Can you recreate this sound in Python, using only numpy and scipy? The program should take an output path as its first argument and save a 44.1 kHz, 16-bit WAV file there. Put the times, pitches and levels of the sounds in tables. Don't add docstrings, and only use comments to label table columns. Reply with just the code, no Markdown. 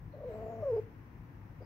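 import sys
import numpy as np
from scipy import signal
from scipy.fft import rfft, irfft, next_fast_len
from scipy.io import wavfile
from scipy.ndimage import map_coordinates

SR = 44100
rng = np.random.default_rng(int(sys.argv[2]) if len(sys.argv) > 2 else 0)


def wrap_up_sound(samples):
    columns = np.atleast_2d(samples).T
    tamed = np.clip(columns, -1, 1)
    steps = np.round(tamed * 32767).astype(np.int16)
    wavfile.write(sys.argv[1], SR, steps)


N = 72765

# time in seconds, pitch in Hz, level in dB, rasp-to-tone ratio.
OPENING_MOAN = [(.132, 500, -60, .5), (.139, 560, -50, .4), (.147, 612, -48, .4), (.166, 490, -57, 1),
                (.186, 560, -51, 1), (.2, 625, -56, .8), (.209, 575, -46.5, .3), (.217, 555, -46, .3),
                (.227, 465, -46, .3), (.241, 605, -42, .2), (.25, 450, -45, .2), (.26, 508, -41, .08),
                (.286, 503, -39, .06), (.298, 455, -44, .3), (.307, 456, -39.5, .2), (.32, 435, -50, .3)]
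CLOSING_MOAN = [(.623, 590, -50, .3), (.628, 595, -37, .2), (.637, 622, -35, .1), (.648, 550, -37.5, .06),
                (.666, 560, -33.7, .03), (.706, 499, -30.5, .03), (.724, 443, -32, .05),
                (.75, 468, -30.3, .05), (.765, 453, -31.3, .1), (.773, 390, -37.5, .45),
                (.78, 441, -31.5, .07), (.797, 432, -32.7, .03), (.804, 415, -50, .1)]
# harmonic number, relative level in dB.
MOAN_HARMONICS = [(1, 0), (2, -24.5), (3, -39)]

def moan(rows):
    hz, db, rough = curves(rows)
    return gate(rows) * amp(db) * folds(hz, MOAN_HARMONICS, rough, jitter=.0095, shimmer_db=1.38)


# time in seconds, pulse rate in Hz, level in dB.
GROWL = [(.288, 228, -54), (.304, 215, -48), (.33, 206, -46), (.354, 222, -44), (.39, 211, -45.5),
         (.403, 215, -45), (.416, 230, -42), (.427, 218, -45), (.44, 221, -42), (.458, 213, -47),
         (.468, 222, -43), (.475, 220, -48), (.482, 226, -42.5), (.51, 229, -44), (.535, 226, -44.5),
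         (.566, 221, -47.5), (.59, 224, -45), (.622, 216, -45), (.633, 212, -55)]
# harmonic number, relative level in dB.
GROWL_HARMONICS = [(1, -11.5), (2, -3), (3, -0.5), (4, -19), (5, -26.5), (6, -32)]

def growl():
    hz, db = curves(GROWL)
    return gate(GROWL) * amp(db) * folds(hz, GROWL_HARMONICS, rough=.36, jitter=.022, shimmer_db=1.9)


# time in seconds, pitch in Hz, level in dB, rasp-to-tone ratio (capped at 1).
GRUNT = [(1.603, 468, -58.5, 0.9), (1.61, 486, -53, 1), (1.625, 562, -50, 1.1), (1.634, 490, -57, 0.9)]

def grunt():
    hz, db, rough = curves(GRUNT)
    hoarse = folds(hz, MOAN_HARMONICS, np.clip(rough, 0, 1), jitter=.15, shimmer_db=3.5)
    return gate(GRUNT) * amp(db) * hoarse


# frequency in Hz, relative level in dB.
RASP_SPECTRUM = [(60, -47.5), (200, -9.5), (320, -6.5), (440, -0.5), (720, 0), (830, -16), (1100, -15),
                 (1500, -33), (3000, -50.5), (8000, -81.5)]

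def folds(hz, harmonics, rough, jitter, shimmer_db):
    phase = 2 * np.pi * np.cumsum(hz * (1 + jitter * wobble(200))) / SR
    tone = unit(sum(amp(db) * np.cos(k * phase) for k, db in harmonics))
    rasp = unit(noise(RASP_SPECTRUM) * (1 + .13 * np.cos(phase)))
    shimmer = amp(shimmer_db * wobble(170))
    return (tone * shimmer + rough * rasp) / np.sqrt(1 + rough ** 2)


# frequency in Hz, left minus right in dB.
VOICE_PAN = [(200, 7), (400, -2), (520, 1.5), (700, 4), (1300, -0.5), (2400, 5.5)]
# frequency in Hz, left lead in radians.
VOICE_PHASE = [(200, 0.22), (450, 0.05), (650, .35), (800, .6), (950, 1.8), (1200, 0), (1600, 0.061)]

def mic_ports(hz):
    lead_rad = along(VOICE_PHASE, hz)
    return pan(along(VOICE_PAN, hz)) * np.exp(1j * np.array([[.5], [-.5]]) * lead_rad)


# time in seconds, centre in Hz, level in dB.
HIGH_HISS = [(.26, 8020, -105), (.33, 7800, -88.5), (.4, 7360, -88), (.55, 6730, -86), (.7, 6520, -91.5),
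             (.82, 6050, -103)]
LOW_HISS = [(.12, 4100, -87.5), (.27, 4000, -90), (.33, 3950, -81.5), (.375, 4550, -87.5), (.46, 4590, -89),
            (.53, 5800, -92), (.66, 5630, -86.5), (.735, 4940, -83), (.8, 4960, -84.5)]
GRUNT_HISS = [(1.6, 4930, -94), (1.625, 4800, -78.5), (1.65, 4900, -74)]

def hiss(rows, width_hz, pan_db):
    hz, db = curves(rows)
    phase = 2 * np.pi * np.cumsum(hz) / SR
    band = unit(wobble(width_hz) * np.cos(phase) + wobble(width_hz) * np.sin(phase))
    splutter_db = 2.5 * wobble(30)
    return pan(pan_db) * gate(rows) * amp(db + splutter_db) * band


# time in seconds, relative level in dB.
AIRFLOW = [(.11, -17), (.15, -6.5), (.22, -7), (.3, 5), (.58, 1.5), (.76, 5.5), (.81, 4), (.88, -3.5)]
# frequency in Hz, relative level in dB.
BREATH_SPECTRUM = [(100, -14), (190, 11.5), (330, 12), (500, 0), (1000, 2.5), (2000, 3.5), (2800, -4.5),
                   (3500, -17.5), (6000, -17.5), (8500, -27.5), (11000, -22), (15000, -17)]
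# frequency in Hz, left minus right in dB.
NOISE_PAN = [(60, 4), (200, 4), (400, 2.5), (1300, 3.5), (2400, 4.5), (4400, -4.5), (8000, 1),
             (15000, -1.5)]

def breath():
    flow_db, = curves(AIRFLOW)
    rush = np.array([noise(BREATH_SPECTRUM), noise(BREATH_SPECTRUM)])
    rush = filtered(rush, lambda hz: pan(along(NOISE_PAN, hz)))
    return (amp(flow_db - 65.5) * rush
            + hiss(HIGH_HISS, width_hz=840, pan_db=12.5)
            + hiss(LOW_HISS, width_hz=650, pan_db=-19)
            + hiss(GRUNT_HISS, width_hz=650, pan_db=-19))


# frequency in Hz, time to fall 60 dB in seconds.
ROOM_T60 = [(200, 0.35), (500, 0.37), (2000, 0.19), (10000, 0.25)]

def reverb(x):
    hz, t, spectra = signal.stft(rng.standard_normal((2, SR // 2)), SR, nperseg=256)
    decay = amp(-60 * t / along(ROOM_T60, hz)[:, None])
    mid, side = signal.istft(spectra * decay, SR, nperseg=256)[1]
    tail = mid + np.array([[.4], [-.4]]) * side
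    return signal.fftconvolve(x, tail / np.linalg.norm(tail[0]), axes=1)[:, :N]


# frequency in Hz, relative level in dB.
ROOM_HISS_SPECTRUM = [(60, -16.5), (130, 1.5), (180, -4.5), (250, -6), (340, -9.5), (410, -17.5),
                      (500, -16.5), (620, -23.5), (950, -17.5), (1300, -26.5), (1900, -26.5), (2800, -38),
                      (3400, -43.5), (4500, -48.5), (5900, -46.5), (6800, -56), (9000, -63), (12000, -49.5),
                      (15500, -45)]
# frequency in Hz, left-right correlation.
ROOM_HISS_CORRELATION = [(60, 1), (250, .95), (500, 0.52), (1000, 0.0087), (2000, 0), (12000, 0)]

def room_hiss():
    side_gain = lambda hz: np.tan(np.arccos(along(ROOM_HISS_CORRELATION, hz)) / 2)
    mid = noise(ROOM_HISS_SPECTRUM)
    side = filtered(noise(ROOM_HISS_SPECTRUM), side_gain)
    return amp(-55.5) * filtered(np.array([mid + side, mid - side]), lambda hz: pan(along(NOISE_PAN, hz)))


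# time in seconds, level in dB.
HUM_LEVEL = [(0, -57), (.3, -55.5), (.55, -52), (.75, -47.5), (.95, -54), (1.15, -58.5), (1.65, -52.5)]

def hum(pitch_hz=104.08, waver_hz=2.55, flutter_db=3.3):
    db, = curves(HUM_LEVEL)
    phase = 2 * np.pi * np.cumsum(pitch_hz + waver_hz * wobble(15)) / SR
    return amp(db) * unit(np.sin(phase) * amp(flutter_db * wobble(18)))


# frequency in Hz, relative level in dB.
RUMBLE_SPECTRUM = [(20, -50.5), (31, -28), (42, -6.5), (58, 2), (76, -8.5), (110, -6.5), (170, -11),
                   (400, -68)]

def rumble(level_db=-53.5, swell_db=3.5):
    return amp(level_db) * unit(noise(RUMBLE_SPECTRUM) * amp(swell_db * wobble(12)))


def amp(db):
    return 10 ** (np.asarray(db) / 20)


def unit(x):
    return x / np.sqrt(np.mean(x ** 2) + 1e-20)


def along(points, hz):
    f, v = np.transpose(points)
    return np.interp(np.log(hz + 1), np.log(f + 1), v)


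def curves(rows):
    times_s, *cols = np.transpose(rows)
    return [np.interp(np.arange(N) / SR, times_s, c) for c in cols]


def gate(rows, fade_s=.0038):
    t = np.arange(N) / SR
    return np.clip(np.minimum(t - rows[0][0], rows[-1][0] - t) / fade_s + 1, 0, 1)


def wobble(knots_per_s):
    return map_coordinates(rng.standard_normal(N // 8), [np.arange(N) * knots_per_s / SR], mode="wrap")


def filtered(x, response):
    size = next_fast_len(N + 8192)
    return irfft(rfft(x, size) * response(np.fft.rfftfreq(size, 1 / SR)), size)[..., :N]


def pan(db):
    gains = amp(np.array([[.5], [-.5]]) * db)
    return gains / gains.mean(axis=0)


def noise(spectrum):
    return unit(filtered(rng.standard_normal(N), lambda hz: amp(along(spectrum, hz))))


def scene():
    voice = moan(OPENING_MOAN) + growl() + moan(CLOSING_MOAN) + grunt()
    voice = amp(-.05) * filtered(voice, mic_ports)
    return voice + amp(-17.5) * reverb(voice) + breath() + room_hiss() + pan(db=5) * (hum() + rumble())


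def record(dry):
    return filtered(dry, lambda hz: hz < 15750)


dry = scene()
out = record(dry)
wrap_up_sound(out)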